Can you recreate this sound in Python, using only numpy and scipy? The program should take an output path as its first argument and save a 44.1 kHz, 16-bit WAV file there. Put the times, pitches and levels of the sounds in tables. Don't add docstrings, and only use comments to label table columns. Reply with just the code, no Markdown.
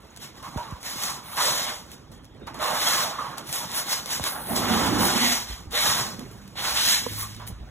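import sys
import numpy as np
from scipy import signal
from scipy.fft import rfft, irfft, next_fast_len
from scipy.io import wavfile
from scipy.ndimage import uniform_filter1d, map_coordinates

SR = 44100
rng = np.random.default_rng(int(sys.argv[2]) if len(sys.argv) > 2 else 0)


def wav_out(sig):
    wavfile.write(sys.argv[1], SR, np.round(np.clip(np.atleast_2d(sig).T, -1, 1) * 32767).astype(np.int16))


def how_loud(loudness_db):
    steps = np.asarray(loudness_db, float) / 20
    return 10 ** steps


N = 339570

# (frequency [Hz], level per Hz [dB])
STREET = [(60, -31), (120, -3), (250, -5.5), (450, -12), (1000, -20.5), (2500, -28), (8000, -41.5),
          (15500, -58.5)]


def unit(x):
    return x / np.sqrt(np.mean(x ** 2) + 1e-20)


def along(points, hz):
    f, v = np.transpose(points)
    return np.interp(np.log(hz + 1), np.log(f + 1), v)


def curves(rows):
    s, *cols = np.transpose(rows)
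    return [np.interp(np.arange(N) / SR, s, c) for c in cols]


def wobble(rate):
    knots = rng.standard_normal(int(N * rate / SR) + 4)
    return map_coordinates(knots, [np.arange(N) * rate / SR])


def filtered(x, response):
    m = next_fast_len(N + SR // 5)
    return irfft(rfft(x, m) * response(np.fft.rfftfreq(m, 1 / SR)), m)[..., :N]


def coloured(x, spectrum):
    return unit(filtered(x, lambda hz: how_loud(along(spectrum, hz))))


def resonant(x, modes):
    def body(f):
        total = 0
        for k, (centre, width, db) in enumerate(modes):
            damping = 1j * f * width
            total = total + (-1) ** k * how_loud(db) * damping / (centre * centre - f * f + damping)
        return total
    return unit(filtered(x, body))


def trowel():
    # (frequency [Hz], width [Hz], level [dB])
    wall_modes = [(544, 217, -4.5), (872, 188, 1), (1103, 114, 4), (1363, 500, -4.5)]
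    blade_modes = [(1774, 670, -2), (2230, 474, 2), (2815, 716, 1.5), (3270, 820, 3.5), (4135, 1240, -0.5)]
    # (frequency [Hz], level per Hz [dB])
    rasp_colour = [(2500, -24), (4000, -5.5), (5000, -1.5), (6500, -3.5), (7900, -4.5), (8600, -11.5),
                   (15000, -62)]
    dust_colour = [(7400, -32), (8200, -2.5), (9500, 0.5), (12000, -4), (15000, -1.5), (15600, -22),
                   (15900, -66)]
    # (touch [s], rise [s], fall [s], peak [dB], hum
    # against the rasp [dB])
    sifts = [(4.37, .06, .12, -38.5, 0), (1.223, 0.19, 0.14, -38, 2), (4.245, 0.031, 0.22, -34, 0),
             (4.46, 0.035, 0.24, -32.5, 0), (6.185, .02, 0.047, -60, -2), (6.305, .015, .06, -57, 0),
             (4.99, 0.067, 0.051, -26, 0), (7.0, 0.14, 0.28, -42, -4), (7.16, 0.057, 0.048, -35, 0),
             (7.465, 0.013, 0.036, -38, 3), (3.46, 0.098, 0.13, -34, 0), (3.74, 0.021, 0.1, -30, 3)]
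    flexes = [(0.18, 0.067, .12, -49, 0), (2.471, .001, 0.035, -47, -4), (2.544, .002, 0.032, -48, -6),
              (4.38, 0.17, 0.22, -44, -2), (1.55, 0.13, 0.089, -36, 2), (1.365, 0.059, 0.13, -32.5, 2),
              (5.12, 0.13, 0.18, -27, 1.5), (5.45, 0.065, 0.079, -41.5, 2), (5.727, 0.031, 0.22, -33, 11.5),
              (6.553, 0.029, 1, -37, 3.5), (6.62, 0.26, 0.22, -30.5, 5)]

    catch = how_loud(0.74 * wobble(45) + 0.8 * wobble(160))
    grains = grit(scatter_db=2.0, patchy_db=1.1)
    apart = [np.roll(grains, k * N // 5) for k in range(5)]
    rasp = how_loud(1.0) * pressure((1, 1), 0) * coloured(apart[0], rasp_colour)
    dust = how_loud(-1) * pressure((0.77, 1.05), 0.069, sifts) * coloured(apart[1], dust_colour)
    wall = how_loud(-2.5) * pressure((0.73, 0.75), 0.86) * resonant(apart[2], wall_modes)
    blade = how_loud(0.0) * pressure((0.64, 0.97), 0.4, flexes) * resonant(apart[3], blade_modes)
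    thrum = how_loud(-21.5) * pressure((0.18, 0.65), 0) * coloured(apart[4], STREET)
    return unit(catch) * (rasp + dust + wall + blade + thrum)


def pressure(grows, hums, extra=()):
    # (touch [s], rise [s], fall [s], peak [dB], hum against the rasp [dB])
    strokes = [(0.0, 0.005, 0.82, -67, 12.5), (0.826, 0.045, 0.24, -40, -0.5),
               (0.94, 0.098, 0.22, -36.5, -1), (1.21, 0.2, 0.11, -48, 14), (1.362, 0.07, 0.44, -30, 0),
               (2.592, 0.042, 0.37, -39.5, 15.5), (2.68, 0.22, 0.29, -30, 3.5),
               (2.93, 0.098, 0.12, -39, 10), (2.85, .025, .05, -31, -3), (3.1, 0.13, 0.28, -54.5, 23),
               (4.3, 0.037, 0.2, -59, 29.5), (4.44, 0.14, .15, -48.5, 16.5), (4.6, 0.14, 0.56, -36.5, 13),
               (4.93, 0.14, 0.21, -32, 7.5), (5.1, 0.17, 0.24, -28.5, -5), (5.703, 0.16, 0.33, -29, 1),
               (6.15, .05, 1, -61, 5), (6.555, 0.11, 0.29, -37, 6.5), (6.65, 0.22, 0.28, -29.5, -9),
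               (6.84, 0.069, 0.13, -26, -9.5), (7.07, 0.085, 0.23, -43, -5.5)]
    swipes = [(0.19, 0.041, 0.11, -44, -1.5), (0.33, 0.048, 0.12, -57, 10.5), (0.79, 0.031, .05, -51, -19),
              (0.428, 0.013, 0.39, -54.5, 9.5), (0.55, 0.026, 0.54, -56, 18),
              (1.88, 0.056, 0.054, -52.5, -2), (2.117, 0.0037, 0.11, -58, 3),
              (2.471, .001, 0.074, -58.5, 29.5), (2.543, 0.0054, 0.17, -54.5, 17.5),
              (3.375, 0.007, 0.07, -47, 16.5), (3.43, 0.071, 0.63, -44, 1.5),
              (3.527, 0.009, 0.23, -35.5, 2), (3.68, 0.11, 0.095, -33, 0), (3.85, 0.068, 0.17, -30, -1),
              (4.058, 0.074, 0.12, -31.5, -1.5), (4.2, 0.071, 0.078, -34, 4.5),
              (4.55, 0.012, 0.13, -29.5, -4), (5.45, 0.07, 0.2, -47, 1), (7.18, 0.034, 0.069, -37.5, -8),
              (7.28, 0.025, 0.18, -52, -2), (7.397, 0.0038, 0.24, -64, 23), (7.46, 0.028, 0.039, -52, -11)]
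    stroke_dome, swipe_dome = 1.9, 1.32
    touch_db, lift_off_db = 22, 30
    bite_share, trail = 0.13, 1
    step = 40

    s = np.arange(0, N + step, step) / SR
    power = np.zeros(len(s)) + how_loud(-84) ** 2
    for rows, dome in ((strokes, stroke_dome), (swipes, swipe_dome), (extra, stroke_dome)):
        for touch, rise, fall, db, hum_db in rows:
            swell = np.clip(1 - (s - touch) / rise, 0, 1)
            fade = np.maximum(s - touch - rise, 0) / fall
            press_loss = grows[0] * touch_db * swell ** dome
            lift_db = lift_off_db * (np.minimum(fade, 1) ** dome + trail * np.maximum(fade - 1, 0))
            bite = np.clip((s - touch) / (bite_share * rise), 0, 1)
            power += (bite * how_loud(db + hums * hum_db - press_loss - grows[1] * lift_db)) ** 2
    return np.interp(np.arange(N) / SR, s, np.sqrt(power))


def grit(scatter_db, patchy_db):
    size_db = scatter_db * np.minimum(rng.exponential(size=N), 6)
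    hail = rng.standard_normal(N) * how_loud(size_db)
    z = signal.stft(hail, nperseg=512)[2]
    field = uniform_filter1d(rng.standard_normal(z.shape), size=5, axis=0)
    field = uniform_filter1d(field, size=5, axis=1)
    return signal.istft(z * how_loud(patchy_db * unit(field)), nperseg=512)[1][:N]


def rubs():
    # (start [s], length [s], frequency [Hz], width [Hz], level [dB])
    narrow_rubs = [(0.428, 0.06, 1040, 160, -39), (.47, 0.088, 1140, 60, -48), (0.572, 0.052, 970, 55, -33),
                   (.622, 0.032, 900, 78, -37), (.735, 0.03, 900, 80, -50), (0.827, 0.074, 2150, 93, -48),
                   (.86, .035, 1850, 92, -41), (1.08, 0.045, 1080, 100, -35.5),
                   (1.372, 0.08, 1060, 240, -27), (1.459, 0.086, 1000, 170, -34.5),
                   (1.66, 0.07, 870, 190, -35), (1.402, 0.16, 548, 130, -36), (2.59, 0.14, 580, 56, -36),
                   (2.629, 0.09, 1060, 60, -29), (2.868, 0.015, 3360, 45, -25), (3.04, 0.088, 668, 20, -37),
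                   (3.129, 0.035, 1170, 120, -34), (3.185, 0.04, 1144, 70, -29),
                   (3.24, 0.047, 1150, 130, -32.5), (2.699, 0.075, 825, 100, -32),
                   (4.649, 0.48, 767, 38, -36), (5.202, 0.18, 850, 330, -33),
                   (6.198, 0.043, 248, 30.5, -36), (6.24, 0.12, 117, 6.6, -43.5),
                   (6.642, 0.13, 875, 24, -41.5), (7.176, 0.036, 1090, 200, -40),
                   (7.226, 0.028, 1120, 91, -38), (7.397, 0.038, 1040, 250, -44),
                   (2.11, 0.27, 3250, 170, -64.5), (2.47, .012, 2000, 450, -41),
                   (5.171, 0.18, 2150, 600, -32), (5.73, 0.053, 600, 150, -33),
                   (5.807, 0.035, 2260, 60, -34), (5.85, 0.17, 1620, 220, -35),
                   (6.66, 0.15, 1300, 540, -37.5), (6.76, 0.2, 3400, 600, -30),
                   (6.917, 0.07, 1710, 120, -35.5), (7.17, 0.06, 14800, 1100, -39),
                   (5.758, .2, 3760, 300, -30.5), (4.481, 0.19, 730, 83, -34),
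                   (.64, .06, 1170, 120, -45), (0.54, .03, 850, 80, -44), (.685, .05, 1080, 80, -43),
              (1.41, .2, 3900, 600, -38), (4.6, .5, 1400, 600, -36), (.575, .04, 580, 89, -39),
              (.525, .04, 1060, 90, -50), (1.15, .06, 1000, 150, -41.5), (1.22, 0.082, 1000, 170, -54),
              (1.7, 0.045, 1050, 200, -40), (1.4, .035, 1000, 250, -38), (3.6, .05, 910, 150, -36.5),
              (5.01, .15, 830, 55, -36), (5.23, .13, 720, 40, -37.5), (4.72, .08, 1150, 60, -37),
              (4.38, .09, 870, 100, -44), (2.73, .07, 1130, 87, -36), (2.82, .05, 900, 80, -37),
              (2.9, 0.098, 1180, 100, -35), (2.86, .12, 1760, 110, -36), (3.04, 0.088, 890, 70, -36.5),
              (3.19, 0.1, 860, 65, -41), (3.0, .05, 1350, 90, -39), (6.77, 0.055, 1500, 200, -39)]
    jolts = [
        (4.7, 0.075, 226, 18, -24),
        (4.812, 0.025, 254, 33, -23),
        (4.851, 0.064, 286, 31, -25),
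        (4.924, .065, 293, 13, -23),
        (5.002, .022, 222, 33, -20),
        (5.033, 0.016, 226, 25, -20),
        (4.5, .13, 232, 12, -34),
        (5.152, 0.027, 222, 30, -25),
        (5.2, 0.14, 240, 7.8, -30),
    ]
    evenness = 0.86
    slacken_db = 4

    out = np.zeros(N + SR)
    wander = np.pad(0.025 * wobble(18), (0, SR))
    for s, length, hz, width_hz, db in narrow_rubs + jolts:
        start = round(s * SR)
        t = np.arange(next_fast_len(round((length + .15) * SR))) / SR
        resonance = signal.iirpeak(hz, hz / width_hz, SR)
        ring = signal.hilbert(signal.lfilter(*resonance, rng.standard_normal(len(t)))[::-1])
        moving_hz = hz * (hz > 400)
        ring = ring * np.exp(2j * np.pi * moving_hz * np.cumsum(wander[start:][:len(t)]) / SR)
        take_hold = np.clip(t / (0.05 * length + 1.6 / hz), 0, 1)
        fade_db = -slacken_db * np.minimum(t / length, 1) - 60 * np.maximum(t - length, 0) / 0.049
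        slide = unit(ring.real / (abs(ring) + ring.real.std()) ** evenness)
        out[start:][:len(t)] += how_loud(db) * slide * take_hold * how_loud(fade_db)
    return out[:N] * how_loud(1.3 * wobble(35))


def ticks():
    # (time [s], peak [dB], body [dB])
    contacts = [(0.1735, -32, -13), (.163, -35, -15), (.3551, -45, -10), (.4035, -46, -10),
                (.5457, -41, -10), (.8101, -41.5, -10), (3.494, -28, -15), (4.4702, -31, -20),
                (5.7104, -34, -8.5), (5.7264, -27, -12), (.71, -38, -10), (1.036, -19.5, -8.5),
                (2.348, -58, -20), (2.365, -56, -20), (3.717, -26, -14.5), (0.428, -35, 0),
                (0.575, -30.5, 6), (0.83, -28, -8), (2.591, -36, -1), (3.5276, -16.5, -13),
                (7.468, -39, -20), (3.375, -34, -15), (.302, -44, -15), (.49, -40, -10), (7.3652, -34, -18),
                (1.369, -19.5, -6), (1.917, -31.5, -19), (2.1166, -43, -15), (2.2453, -43, -11),
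                (2.2528, -44, -11), (2.3989, -55, 8), (2.4713, -36, 2), (2.544, -33.5, 0), (3.1854, -48, 4),
                (3.3822, -24, -15), (3.4717, -31, -15), (4.0592, -22.5, -9), (4.197, -27.5, 8.5),
                (4.2398, -14.5, -25), (5.5098, -36, 2), (6.194, -30.5, -15), (6.3144, -40.5, -10.5),
                (6.4777, -38, -12), (6.5555, -43, 6), (7.3477, -33.5, -21), (7.3972, -43, 11),
                (7.4759, -29.5, -20)]
    snap = 1.2
    crack_t60, spray_t60, spray_share = 0.0033, 0.039, 0.5

    crack, knock = np.zeros(N + SR), np.zeros(N + SR)
    t = np.arange(SR // 5) / SR
    for s, db, body_db in contacts:
        start = round(s * SR)
        grains = rng.standard_normal(len(t))
        grains[:2] = snap, snap / 2
        burst = grains * (1.3 * how_loud(-60 * t / crack_t60) + spray_share * how_loud(-60 * t / spray_t60))
        crack[start:][:len(t)] += how_loud(db - 2.0) * burst
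        knock[start:][:len(t)] += how_loud(db + body_db + 11.5) * burst
    bright = signal.butter(2, [1700, 11000], "band", fs=SR, output="sos")
    dull = signal.butter(2, [420, 1030], "band", fs=SR, output="sos")
    return signal.sosfilt(bright, crack[:N]) + signal.sosfilt(dull, knock[:N])


def tap():
    # (time [s], peak [dB])
    knocks = [
        (7.064, -19.5),
    ]
    # (frequency [Hz], level [dB], t60 [s])
    hawk_modes = [(187, -18, 0.04), (240, -4.5, 0.047), (483.5, 4.5, 0.037), (1000, 8, 0.013),
                  (1300, -17, 0.017)]
    out, t = np.zeros(N + SR), np.arange(SR // 5) / SR
    for s, db in knocks:
        ring = sum(how_loud(level - 60 * t / t60) * np.sin(2 * np.pi * hz * t) for hz, level, t60 in hawk_modes)
        out[round(s * SR):][:len(t)] -= how_loud(db + 0.5) * ring * (1 - np.exp(-t / 0.0016))
    return out[:N]


def bucket():
    # (time [s], level [dB])
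    drag = [(4.35, -72), (4.46, -46), (4.5, -33), (4.7, -29), (4.9, -27), (5.06, -28), (5.13, -29.5),
            (5.3, -40.5), (5.55, -53.5)]
    # (frequency [Hz], width [Hz], level [dB])
    bucket_modes = [(110, 35, -9.5), (171, 24, -9), (232, 20, 0), (292, 25, -7), (367, 100, -10.5)]
    s = np.arange(N) / SR
    sliding = (s > drag[0][0]) & (s < drag[-1][0])
    stutter = rng.standard_normal(N) * how_loud(0.84 * wobble(45))
    return sliding * how_loud(curves(drag)[0] + 0.5) * resonant(stutter, bucket_modes)


def bumps():
    # (time [s], peak [dB], start pitch [Hz], end pitch [Hz], t60 [s])
    swings = [
        (0.56, -18.5, 304, 50.3, 0.18),
        (0.723, -23.5, 242, 55.3, 0.2),
        (.958, -29.5, 348, 120, 0.11),
        (4.202, -24.5, 302, 61, 0.21),
        (5.499, -29, 110, 52.1, 0.34),
        (5.671, -26.5, 99, 70, 0.16),
        (5.892, -26, 147, 80, 0.11),
        (6.189, -24, 338, 120, 0.076),
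        (7.525, -27, 110, 50.75, 0.27),
        (7.61, -28.5, 110, 59.8, 0.29),
    ]
    out, t = np.zeros(N + SR), np.arange(SR // 4) / SR
    for s, db, start_hz, end_hz, t60 in swings:
        hz = end_hz + (start_hz - end_hz) * np.exp(-t / 0.0064)
        swing = np.sin(2 * np.pi * np.cumsum(hz) / SR)
        fade = how_loud(-60 * t / t60) * np.exp(-(t / (0.17 * t60)) ** 4)
        out[round(s * SR):][:len(t)] += how_loud(db - 3.0) * swing * fade * (1 - np.exp(-t / 0.00027))
    return out[:N]


def room(x):
    # (frequency [Hz], t60 [s])
    decay = [(200, 0.19), (1500, 0.32), (6000, 0.34), (14000, 0.1)]
    hz, t, z = signal.stft(rng.standard_normal(SR), SR, nperseg=256)
    tail = signal.istft(z * how_loud(-60 * t / along(decay, hz)[:, None]), SR, nperseg=256)[1]
    late = np.pad(x, (300, 0))
    return signal.fftconvolve(late, tail / np.linalg.norm(tail))[:N]


def engine():
    # (time [s], shaft speed [Hz], second order [dB], fourth order [dB])
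    run = [(5.4, 51, -73, -85), (5.7, 51.8, -72, -56), (6.1, 51.3, -57.5, -39.5), (6.5, 47.77, -62, -44.5),
           (6.9, 46.56, -67, -58), (7.07, 51.85, -54, -63), (7.12, 53, -43.5, -59), (7.3, 53.6, -47.5, -45),
           (7.7, 56.5, -57, -82.5)]
    # (multiple of shaft speed, level against the second order [dB])
    orders = [(1, -11), (2, 2.5), (3, -12.5)]
    hz, low_db, fourth_db = curves(run)
    turn = 2 * np.pi * np.cumsum(hz * (1 + 0.0078 * wobble(20))) / SR
    low = sum(how_loud(level + 1.1 * wobble(9)) * np.sin(k * turn) for k, level in orders)
    fourth = how_loud(fourth_db - 3.5 + 1.4 * wobble(12)) * np.sin(4 * turn + 1.3 * wobble(25))
    return how_loud(low_db + 5.0) * low + fourth


def bird():
    # (start [s], length [s], start pitch [Hz], end pitch [Hz], level [dB])
    whistles = [
        (0.099, .016, 7300, 6000, -59),
        (2.039, 0.016, 8600, 8340, -76),
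        (2.075, .02, 9300, 8860, -94),
        (2.17, .02, 9400, 9000, -60),
        (2.225, 0.03, 9300, 9100, -68),
        (2.408, 0.071, 3640, 3720, -61.5),
    ]
    out, t = np.zeros(N + SR), np.arange(SR // 4) / SR
    for s, length, start_hz, end_hz, db in whistles:
        part = np.clip(t / length, 0, 1)
        hz = start_hz + (end_hz - start_hz) * part + 400 * rng.standard_normal(len(t))
        turn = 2 * np.pi * np.cumsum(hz) / SR
        out[round(s * SR):][:len(t)] += how_loud(db + 6.5) * np.sin(np.pi * part) * np.sin(turn)
    return out[:N]


def background():
    # (time [s], level [dB])
    grasp = [(0, -57.5), (1.5, -59), (2.3, -52.5), (3.4, -62), (4.2, -54.5), (5.4, -51), (5.7, -46.5),
             (6.2, -54), (7.3, -49.5), (7.7, -46)]
    # (frequency [Hz], level per Hz [dB])
    handling_colour = [(20, -44), (35, -10), (55, -2), (90, -5), (140, -20), (250, -54)]
    # (time [s], level [dB])
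    traffic = [(0, -50), (1, -48), (1.9, -47.5), (2.3, -49), (2.7, -41), (3.3, -48), (3.9, -44.5),
               (4.5, -44.5), (5.5, -53.5), (5.95, -38.5), (6.4, -47), (6.9, -47), (7.3, -49), (7.7, -44.5)]
    handling = coloured(rng.standard_normal(N), handling_colour)
    handling = how_loud(curves(grasp)[0] + 2.0 * wobble(13)) * handling
    street = coloured(grit(scatter_db=-0.1, patchy_db=3.0), STREET)
    return handling + how_loud(curves(traffic)[0] + 0.23 * wobble(8.2)) * street


def scene():
    near = trowel() + rubs() + ticks() + bucket()
    air = near + how_loud(-10) * room(near) + engine() + bird() + background()
    z = signal.stft(air, nperseg=1024)[2]
    scattered = signal.istft(z * np.exp(2j * np.pi * rng.random(z.shape)), nperseg=1024)[1][:N]
    # Hz, dB
    share_db = [(60, -8.5), (600, -0.5), (1400, -1.0), (2400, 0.0), (4200, -2.5), (15000, -6.0)]
    mono = air + bumps() + tap()
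    return np.array([mono + filtered(scattered, lambda hz: how_loud(along(share_db, hz))), mono])


def widen(dry):
    # (frequency [Hz], level [dB])
    left_db = [(60, 0), (200, -3), (600, -6), (900, -5.5), (1400, -1.5), (2400, -6), (3300, -0.1),
               (4400, 1)]
    # (frequency [Hz], phase ahead [rad])
    left_turn = [(0, -.25), (500, -.9), (1100, -.2), (1650, .2), (2500, 1.65), (3300, 1.4), (4700, 3.14),
                 (16000, 19.74)]

    def response(hz):
        return how_loud(along(left_db, hz)) * np.exp(1j * np.interp(hz, *np.transpose(left_turn)))
    return np.array([how_loud(0.0) * filtered(dry[0], response), how_loud(1.5) * dry[1]])


def lose_bands(stereo):
    # (from [Hz], to [Hz])
    sum_lost = [(4300, 5120), (8400, 9550), (12550, 13700), (15620, 17000)]
    difference_lost = [(6300, 7550), (10350, 11700), (14500, 17000)]
    attacks = [.174, 2.12, 2.24, 2.35, 2.471, 3.382, 3.465, 3.53, 4.074, 4.232, 5.692, 5.72, 6.478, 7.35,
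               7.478]
    left, right = stereo
    pair = np.array([left + right, left - right]) / 2

    def above(hz, edge):
        return .5 + .5 * np.tanh((hz - edge) / 25)

    def inside(hz, bands, margin):
        return sum(above(hz, lo + margin) - above(hz, hi - margin) for lo, hi in bands)

    def lost(margin):
        return filtered(pair, lambda hz: np.array([inside(hz, sum_lost, margin),
                                                   inside(hz, difference_lost, margin / 4)]))

    narrow = np.clip(2.5 * wobble(14) - .6, 0, 1)
    dropped = narrow * lost(170) + (1 - narrow) * lost(-40)
    s = np.arange(N) / SR
    spared = sum(np.exp(-((s - at) / .014) ** 4) for at in attacks)
    mid, side = filtered(pair - dropped * (1 - spared), lambda hz: 1 - above(hz, 16500))
    return np.array([mid + side, mid - side])


def low_pass(x):
    return signal.sosfilt(signal.butter(12, 16640, fs=SR, output="sos"), x)


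def record(dry):
    mix = lose_bands(widen(dry))
    return low_pass(mix)


dry = scene()
out = record(dry)
wav_out(out)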